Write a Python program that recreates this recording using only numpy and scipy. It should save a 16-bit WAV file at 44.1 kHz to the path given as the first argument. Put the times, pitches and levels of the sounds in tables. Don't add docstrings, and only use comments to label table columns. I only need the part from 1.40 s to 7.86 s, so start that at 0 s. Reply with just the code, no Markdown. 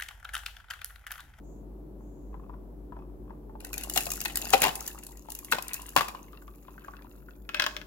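import sys
import numpy as np
from scipy import signal
from scipy.fft import rfft, irfft, next_fast_len
from scipy.io import wavfile
from scipy.ndimage import uniform_filter1d

SR = 44100
rng = np.random.default_rng(int(sys.argv[2]) if len(sys.argv) > 2 else 0)


def persist_wave(psi):
    counts = np.round(np.clip(psi, -1, 1) * 32767).astype(np.int16)
    wavfile.write(sys.argv[1], SR, np.atleast_2d(counts).T)


N = 285047

# pitch_hz, level_db
FAN_RUSH_COLOUR = [(20, -29.5), (54, 24.5), (80, -12), (105, -1), (135, -1.5), (250, 0), (370, 0.5),
                   (470, -6), (650, -11.5), (950, -17.5), (1400, -29.5), (2200, -39), (5000, -44.5)]
# pitch_hz, level_db (re its rush)
FAN_TONES = [(140, -14.5), (199, -12.5), (296, -9), (368, -12.5)]
# pitch_hz, correlation (-1 to 1)
RUSH_LIKENESS = [(60, 0.76), (180, 0.94), (550, 0.43), (1650, -0.07), (4970, -0.2), (15000, 0.22)]
# time_s, gain_db
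LOW_BACKGROUND_TRIM = [(3.1, 5.5), (3.4, 0), (5.4, -0.5), (6.46, 1)]
# pitch_hz, level_db
HISS_COLOUR = [(1000, -28), (5000, -25), (7000, -16.5), (8500, -19.5), (11500, 5.5), (15500, 3)]
# time_s, level_db
HISS_LEVEL = [(1.45, -75), (1.6, -76), (4.8, -62.5), (6.46, -66.5)]
# start_s, length_s, level_db
FINGER_RUBS = [(.03, 0.23, -70.5), (.58, .55, -77)]
# start_s, level_db, pitch_hz (of the dull knock)
ICE_KNOCKS = [(.606, -49, 940), (0.941, -37, 1006), (.995, -46, 1040), (1.094, -36.5, 965),
              (1.138, -42, 1000), (1.521, -36, 980), (1.565, -37.5, 960), (1.904, -36, 925),
              (2.094, -43, 865), (2.152, -37.5, 870), (3.885, -32.5, 866), (4.93, -43, 1187),
              (5.019, -47, 1500), (5.078, -40, 1167), (5.281, -39, 1027), (5.378, -39.5, 1530),
              (5.445, -40, 1610), (5.481, -32, 1115), (5.535, -39.5, 1470), (5.59, -48, 1690),
              (5.645, -43.5, 985), (5.884, -43.5, 1460), (6.09, -25, 1370), (6.144, -15.5, 1560),
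              (6.197, -9.5, 1600), (6.22, -13, 1520), (6.239, -18, 1510), (6.263, -13, 1064),
              (6.365, -22.5, 1626), (6.414, -33.5, 1480)]
# pitch_hz, width_hz, level_db
SHAKER_MODES = [(601, 25, 4), (1024, 130, -11), (1650, 62, 10.5), (2120, 84, 2), (2540, 99, 6.5),
                (2895, 120, -6), (3420, 160, -3.5), (4290, 87, -17), (5260, 290, -10), (5500, 530, -18)]
# time_s, dull_knock_db, wall_ring_db (both re the blow)
SHAKER_DRAINING = [(2.2, -6.5, -38), (4.9, -6.5, -17.5), (5.9, -3.5, -37), (6.1, -15, -11.5)]
# pitch_hz, level_db
TICK_COLOUR = [(1000, -24), (3000, 9), (6000, -7), (9000, -13.5), (16000, -9)]
# start_s, length_s, level_db
ICE_JOSTLES = [(.93, 0.43, -63), (1.52, 0.24, -59), (1.85, .36, -65), (5.35, 0.56, -63.5)]
# time_s, wall_patter_db, fine_fizz_db
STREAM_LEVEL = [(2.2, -69, -63), (2.47, -54.5, -50.5), (2.56, -58.5, -38.5), (2.87, -52.5, -50.5),
                (3.21, -46.5, -45.5), (3.69, -67, -60.5), (3.93, -71, -64), (4.09, -64.5, -55),
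                (4.33, -53.5, -60.5), (4.53, -62.5, -52.5), (4.7, -60.5, -69), (5.09, -85, -69.5),
                (5.48, -72, -69), (6.05, -90.5, -78)]
# pitch_hz, width_hz, level_db
CUP_MODES = [(1500, 100, -2), (1890, 220, -1.5), (2380, 140, -29.5), (2707, 61, 11), (3560, 400, -6.5),
             (4110, 1300, -8.5)]
# time_s, air_pitch_hz, air_t60_s
CUP_FILLING = [(2.2, 747, 0.046), (3.15, 789, 0.091), (3.3, 872, .035), (4.1, 990, 0.019),
               (4.6, 1045, 0.028), (6.1, 1454, .02)]
# pitch_hz, level_db
SPRAY_COLOUR = [(2500, -16.5), (4000, -6), (5500, -3.5), (7200, 2.5), (8400, -6.5), (11500, 4.5),
                (13500, 1), (16000, -1.5)]
# start_s, level_db
TIMED_SPLATS = [(2.204, -37.5), (2.247, -27), (2.268, -38.5), (2.33, -23.5), (2.339, -23.5), (2.379, -20.5),
                (2.41, -31), (2.435, -22.5), (2.497, -20), (2.606, -21.5), (2.717, -17), (2.814, -19.5),
                (2.85, -21), (2.956, -14.5), (2.971, -13.5), (3.103, -19), (3.178, -28), (3.354, -20.5),
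                (3.477, -19), (3.635, -31.5), (3.666, -29.5), (3.902, -27), (3.919, -25), (3.95, -25),
                (3.988, -27), (4.046, -28.5), (4.115, -19), (4.223, -24.5), (4.281, -24.5), (4.333, -19.5),
                (4.341, -18.5), (4.418, -31), (4.49, -30)]
# landing_s, level_db
LUMP_SKIDS = [(2.564, -27.5), (3.136, -21.5), (4.123, -30)]
# start_s, level_db, trapped_air_hz, air_db (re the blow, before a trim), wall_db (re the blow), churn_t60_s
LUMP_LANDINGS = [(2.562, -15, 726, -11, -16.5, .04), (2.573, -11.5, 736, -28.5, -10.5, .06),
                 (2.665, -17.5, 680, -16, -19.5, .02), (2.854, -19, 796, -20, -5.5, .03),
                 (3.134, -5.5, 763, -8, -10, 0.12), (3.143, -13.5, 522, -9, -19.5, .02),
                 (3.217, -8, 624, -23, -13.5, .04), (3.229, -14, 580, -17, -7, 0.027),
                 (3.237, -7.5, 860, -16.5, -12, .35), (4.121, -7.5, 1460, -9, -13.5, 0.11),
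                 (4.183, -22, 1010, -7, -12, .04), (4.562, -4, 1002, -9, -14.5, .17),
                 (4.607, -14, 1130, -6.5, -18, .12), (4.682, -21.5, 1200, -14.5, -16.5, .06),
                 (4.747, -32, 1033, -2, -20.5, .06)]
# start_s, length_s, level_db
ICE_BOBS = [(4.7, 1.5, -64)]
# pitch_hz, t60_s
KITCHEN_DECAY = [(200, 1.1), (800, 0.72), (2500, 0.17), (7000, 0.52), (15000, .5)]
# pitch_hz, level_db
KITCHEN_COLOUR = [(200, -10), (800, -9.5), (2500, -9), (7000, -8), (15000, -12)]
# pitch_hz, gain_db (added on the left, taken off the right)
LEFT_NEARNESS = [(250, .5), (600, 4.5), (1100, 2.5), (4000, 3.5), (8000, 3.8), (16000, -1.9)]
# pitch_hz, phase_rad
LEFT_LEAD = [(150, .3), (400, 1), (700, 1.82), (1100, 1.05), (2000, 1.67), (4000, 2.09), (16000, 1.35)]

GRAIN_TIME = np.arange(4096) / SR
TIME = np.arange(N) / SR
SIZE = next_fast_len(N, real=True)
EDGE_HZ = 16050
POUR_START_S = STREAM_LEVEL[0][0]

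FAN_DB, HUM_DB, HUM_HZ = -54, -52.5, 49.4

FULL_FLOW_DB, GURGLE_DB, GURGLE_PER_DB = -51.5, -52, 0.7

BARE_WALL_DB, WALL_DAMPING_DB_PER_S = -16, 8

PLUNGE_DB = -11.5
SPRAY_DB, SPRAY_PER_DB = -16.5, -0.66
THUMP_DB, THUMP_PER_DB = -29, -0.28

GULP_GAP_S, GULP_DB = .0105, -2.5
GULP_AIR_DB, GULP_WALL_DB, GULP_THUMP_DB = -10, -13, 7.5

SLIDE_PEAK_S, SLIDE_HOLD_S, SLIDE_DB = 6.17, 0.039, -34
SLIDE_SWELL_DB_PER_S, SLIDE_FADE_DB_PER_S = 498, 187


def amp(db):
    return 10 ** (np.asarray(db) / 20)


def evened(x):
    return x / np.sqrt(np.mean(x ** 2) + 1e-20)


def peaked(x):
    power = uniform_filter1d((x ** 2).mean(0), size=132, mode="constant")
    return x / np.sqrt(power.max() + 1e-20)


def read(points, hz):
    f, value = np.transpose(points)
    return np.interp(np.log(hz + 1), np.log(f + 1), value)


def follow(rows, t):
    s, *columns = np.transpose(rows)
    return [np.interp(t, s, column) for column in columns]


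def add(mix, s, sound):
    part = mix[:, max(round(s * SR), 0):][:, :sound.shape[1]]
    part += sound[:, :part.shape[1]]


def colour(x, points):
    size = 1024
    log_gain = np.log(amp(read(points, abs(np.fft.fftfreq(size, 1 / SR)))))
    spectrum = np.exp(np.conj(signal.hilbert(log_gain)))
    taps = np.fft.ifft(spectrum).real[:size // 2]
    return signal.oaconvolve(x, taps[None], axes=1)[:, :x.shape[1]]


def band(x, lo_hz, hi_hz):
    sos = signal.butter(2, [lo_hz, min(hi_hz, .48 * SR)], "band", fs=SR, output="sos")
    return signal.sosfilt(sos, x)


def partly_alike(left, other, same):
    return np.array([left, same * left + np.sqrt(1 - same ** 2) * other])


def crack(t60, same=.45, rise_s=0.00022):
    left, other = rng.standard_normal((2, len(GRAIN_TIME)))
    shape = (1 - np.exp(-GRAIN_TIME / rise_s)) * amp(-60 * GRAIN_TIME / t60)
    return partly_alike(left, other, same) * shape


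def ring(modes, scatter_db=2.5, detune=0.014):
    hz, width, db = np.transpose(modes)[:, :, None]
    hz = hz * (1 + detune * rng.standard_normal(hz.shape))
    level = amp(db + scatter_db * rng.standard_normal((2, *hz.shape)))
    size = width * level * rng.choice([-1, 1], hz.shape)
    decay = np.exp(-np.pi * width * GRAIN_TIME)
    return (size * decay * np.sin(2 * np.pi * hz * GRAIN_TIME)).sum(1)


def short_note(hz, t60, rise=0.067):
    shape = (1 - np.exp(-(GRAIN_TIME * hz / 0.62) ** 2)) * amp(-60 * GRAIN_TIME / t60)
    stretch = 1 + rise * np.minimum(GRAIN_TIME / t60, 1)
    note = np.sin(2 * np.pi * hz * GRAIN_TIME * stretch) * shape
    return np.array([note, note])


def wet(x, t60):
    contact = crack(t60, rise_s=0.0024)[:1]
    return peaked(signal.fftconvolve(x, contact, axes=1)[:, :len(GRAIN_TIME)])


def shower(grain, per_s, spread_db):
    out = np.zeros((len(grain), N))
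    for where, chance in rng.random((int(per_s * N / SR) + 1, 2)):
        boost_db = spread_db * min(-np.log(1 - chance), 3.5)
        add(out, where * N / SR, grain[:, :1024] * amp(boost_db))
    return out


def swells(rows, skew):
    total = np.zeros(N)
    for start_s, length_s, db in rows:
        progress = np.clip((TIME - start_s) / length_s, 0, 1)
        total += amp(db) * np.sin(np.pi * progress ** skew)
    return total


def tone(hz, waver):
    knots = np.arange(0, N / SR + 1, .1)
    wander = np.interp(TIME, knots, rng.standard_normal(len(knots)))
    return np.sqrt(2) * np.sin(2 * np.pi * hz * TIME + waver * wander)


def fan():
    hz = np.fft.rfftfreq(SIZE, 1 / SR)
    left, other = rfft(rng.standard_normal((2, SIZE)))
    spectrum = partly_alike(left, other, read(RUSH_LIKENESS, hz))
    rush = irfft(spectrum * amp(read(FAN_RUSH_COLOUR, hz)))[:, :N]
    rush = signal.sosfilt(signal.butter(4, 72, "high", fs=SR, output="sos"), rush)
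    return evened(rush) + sum(amp(db) * tone(f, waver=1.18) for f, db in FAN_TONES)


def hiss():
    noise = rng.standard_normal((2, N))
    return amp(follow(HISS_LEVEL, TIME)[0]) * evened(colour(noise, HISS_COLOUR))


def finger_rub():
    return swells(FINGER_RUBS, skew=0.48) * evened(band(rng.standard_normal((2, N)), 6330, 7400))


def background(left_db=0.77):
    steady = amp(FAN_DB) * fan() + amp(HUM_DB) * tone(HUM_HZ, waver=.12)
    low = amp(follow(LOW_BACKGROUND_TRIM, TIME)[0]) * steady
    return low * amp([[left_db], [-left_db]]) + hiss() + finger_rub()


def knocks(tick_db=-2, snap_db=-2, dull_db=-3, knock_t60=0.041, delay_s=.001):
    out = np.zeros((2, N))
    for s, db, hz in ICE_KNOCKS:
        knock_db, wall_db = follow(SHAKER_DRAINING, s)
        dull = peaked(band(band(crack(0.038, same=0.6), 0.57 * hz, 1.15 * hz), 610, 1970))
        knock = peaked(peaked(short_note(hz, knock_t60, rise=0)) + amp(dull_db) * dull)
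        tick = peaked(colour(crack(.018, rise_s=.0008), TICK_COLOUR))
        snap = peaked(band(crack(0.0027, same=0.47, rise_s=.0001), 1700, 4200))
        wall = peaked(ring(SHAKER_MODES, scatter_db=3.5, detune=0.013))
        wall = wall + amp(tick_db) * tick + amp(snap_db) * snap
        add(out, s + delay_s, amp(db) * (amp(knock_db) * knock + amp(wall_db) * wall))
    return out


def jostle(low_hz=850, high_hz=1150, knock_t60=0.027, wall_db=-16, count=6):
    nudges = np.zeros((2, N))
    for hz in np.geomspace(low_hz, high_hz, count):
        knock = peaked(short_note(hz, knock_t60, rise=0))
        wall = peaked(ring(SHAKER_MODES))
        nudges += shower(knock + amp(wall_db) * wall, per_s=11, spread_db=3.5)
    return swells(ICE_JOSTLES, skew=0.25) * evened(nudges)


def patter(level_db, gain_db=2, count=20):
    drops = np.zeros((2, N))
    for _ in range(count):
        tap = peaked(ring(CUP_MODES, scatter_db=4.5, detune=0.066))
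        drops += shower(tap, per_s=12, spread_db=6.5)
    return amp(level_db) * amp(gain_db) * evened(drops)


def fizz(level_db, gain_db=1, ping_db=-5, count=20):
    bursts = np.zeros((2, N))
    for hz in np.geomspace(4000, 15000, count):
        burst = peaked(crack(.008, rise_s=.001)) + amp(ping_db) * peaked(short_note(hz, 0.0081))
        bursts += shower(burst, per_s=16, spread_db=5.5)
    return amp(level_db + gain_db) * evened(colour(bursts, SPRAY_COLOUR))


def bubbles(count=20):
    out = np.zeros((2, N))
    for hz in np.geomspace(900, 3400, count):
        out += shower(short_note(hz, 28 / hz, rise=.06), per_s=4, spread_db=4.0)
    return evened(out)


def gurgle(patter_db, bubbles_gain_db=-3, width_hz=170):
    turn = np.exp(2j * np.pi * np.cumsum(follow(CUP_FILLING, TIME)[0]) / SR)
    pushes = shower(np.ones((1, 1)), per_s=130, spread_db=5.5)
    resonance = signal.lfilter([1], [1, -np.exp(-np.pi * width_hz / SR)], pushes / turn)
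    air = (turn * resonance).imag
    level_db = GURGLE_DB + GURGLE_PER_DB * (patter_db - FULL_FLOW_DB)
    return amp(level_db) * (evened(air) + amp(bubbles_gain_db) * bubbles())


def stream():
    patter_db, fizz_db = follow(STREAM_LEVEL, TIME)
    flowing = TIME > POUR_START_S
    return flowing * (gurgle(patter_db) + patter(patter_db) + fizz(fizz_db))


def splat(s, spray_db=-8, ping_db=-6, ping_hz=10200, ping_spread=.2, wall_scatter_db=3.5,
          spray_t60=.014, ping_t60=0.0076):
    size, place = rng.standard_normal(2)
    hz = min(ping_hz * np.exp(ping_spread * size), EDGE_HZ)
    damping_db = WALL_DAMPING_DB_PER_S * (s - POUR_START_S)
    wall_db = BARE_WALL_DB - damping_db + wall_scatter_db * place
    wall = wet(ring(CUP_MODES, detune=.07), t60=0.013)
    mist = peaked(colour(crack(spray_t60, rise_s=0.0027), SPRAY_COLOUR))
    ping = wet(short_note(hz, ping_t60, rise=.02), t60=.005)
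    spray = peaked(mist + amp(ping_db) * ping)
    return amp(wall_db) * wall + amp(spray_db) * spray


def splats(stray_db=22, stray_spread_db=3.5, stray_end_s=4.9, count=26):
    out = np.zeros((2, N))
    for s, db in TIMED_SPLATS:
        add(out, s, amp(db) * splat(s))
    for k in range(count):
        s = POUR_START_S + (k + rng.random()) / count * (stray_end_s - POUR_START_S)
        fizz_db = follow(STREAM_LEVEL, s)[1]
        db = fizz_db + stray_db + stray_spread_db * rng.standard_normal()
        add(out, s, amp(db) * splat(s, ping_hz=7230, ping_db=-0.5))
    return out


def skids(swell_t60=0.026):
    out = np.zeros((2, N))
    for s, db in LUMP_SKIDS:
        scrape = peaked(band(crack(swell_t60), 900, 12000))[:, ::-1]
        add(out, s - GRAIN_TIME[-1], amp(db) * scrape)
    return out


def plop(hz, air_t60, air_db, wall_db, thump_db=0, air_gain_db=-0.5, crunch_db=0,
         slosh_db=-4, slosh_low=0.55, slosh_high=1.31):
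    thump = peaked(band(crack(.035, same=.9, rise_s=.003), 110, 460))
    slosh = peaked(band(crack(0.027, same=0.75), slosh_low * hz, slosh_high * hz))
    air = peaked(peaked(short_note(hz, air_t60, rise=0.035)) + amp(slosh_db) * slosh)
    crunch = peaked(band(crack(.026, rise_s=0.003), 800, 4200))
    wall = peaked(wet(ring(CUP_MODES, detune=0.062), t60=0.014) + amp(crunch_db) * crunch)
    spray = peaked(colour(crack(.018, rise_s=0.0016), SPRAY_COLOUR))
    depth_db = air_db - PLUNGE_DB
    low = amp(THUMP_DB + thump_db + THUMP_PER_DB * depth_db) * thump
    low = low + amp(air_db + air_gain_db) * air
    return low + amp(wall_db) * wall + amp(SPRAY_DB + SPRAY_PER_DB * depth_db) * spray


def lumps(gap_jitter=.2, pitch_jitter=.09, delay_s=.001, count=5):
    out = np.zeros((2, N))
    for s, db, hz, air_db, wall_db, churn_t60 in LUMP_LANDINGS:
        cup_hz, air_t60 = follow(CUP_FILLING, s)
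        add(out, s + delay_s, amp(db) * plop(hz, air_t60, air_db, wall_db))
        for k, (late, sharp) in enumerate(rng.standard_normal((count, 2)), 1):
            after_s = GULP_GAP_S * (k + gap_jitter * late)
            gulp_hz = cup_hz * np.exp(pitch_jitter * sharp)
            gulp = plop(gulp_hz, air_t60, GULP_AIR_DB, GULP_WALL_DB, GULP_THUMP_DB)
            add(out, s + after_s, amp(db + GULP_DB - 60 * after_s / churn_t60) * gulp)
    return out


def bobbing(count=6):
    taps = np.zeros((2, N))
    for _ in range(count):
        taps += shower(peaked(ring(CUP_MODES, scatter_db=1, detune=.04)), per_s=4.4, spread_db=8.5)
    return swells(ICE_BOBS, skew=.5) * evened(taps)


def slide(count=6):
    contacts = np.zeros((2, N))
    for _ in range(count):
        contacts += shower(ring(SHAKER_MODES, detune=.008), per_s=55, spread_db=4.5)
    t = TIME - SLIDE_PEAK_S
    swell_db = SLIDE_SWELL_DB_PER_S * np.minimum(t, 0)
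    fade_db = SLIDE_FADE_DB_PER_S * np.maximum(t - SLIDE_HOLD_S, 0)
    return amp(SLIDE_DB + swell_db - fade_db) * evened(contacts)


def microphones(x):
    hz = np.fft.rfftfreq(SIZE, 1 / SR)
    left = amp(read(LEFT_NEARNESS, hz))
    right = np.exp(-1j * read(LEFT_LEAD, hz)) / left
    return irfft(rfft(x, SIZE) * np.array([left, right]))[:, :N]


def kitchen(x, wet_db, early_db=-9, early_t60=0.13):
    size = SR * 2 // 3
    t = np.arange(size) / SR
    hz, frame_s, z = signal.stft(rng.standard_normal((2, size)), SR, nperseg=256)
    t60 = read(KITCHEN_DECAY, hz)[:, None]
    z = z * amp(read(KITCHEN_COLOUR, hz)[:, None] - 60 * frame_s / t60)
    z = z * np.sqrt(np.log(10 ** 6) / (t60 * SR))
    tail = signal.istft(z, SR, nperseg=256)[1][:, :size] * np.clip(t / 0.0072, 0, 1)
    arrivals = (rng.random((2, size)) < 900 / SR) * (t > .002)
    early = rng.standard_normal((2, size)) * arrivals * amp(-60 * t / early_t60)
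    early *= amp(early_db) / np.linalg.norm(early, axis=1, keepdims=True)
    return amp(wet_db) * signal.fftconvolve(x, tail + early, axes=1)[:, :N]


def scene():
    shaker = knocks() + jostle() + slide()
    liquid = stream() + splats()
    ice = skids() + lumps() + bobbing()
    echoes = kitchen(liquid, wet_db=-1.5) + kitchen(ice, wet_db=-3) + kitchen(shaker, wet_db=-0.5)
    return microphones(liquid + ice + shaker) + echoes + background()


def record(dry):
    taps = signal.firwin(511, EDGE_HZ, window=("kaiser", 9), fs=SR)
    return signal.oaconvolve(np.clip(dry, -1, 1), taps[None], "same")


dry = scene()
out = record(dry)
persist_wave(out)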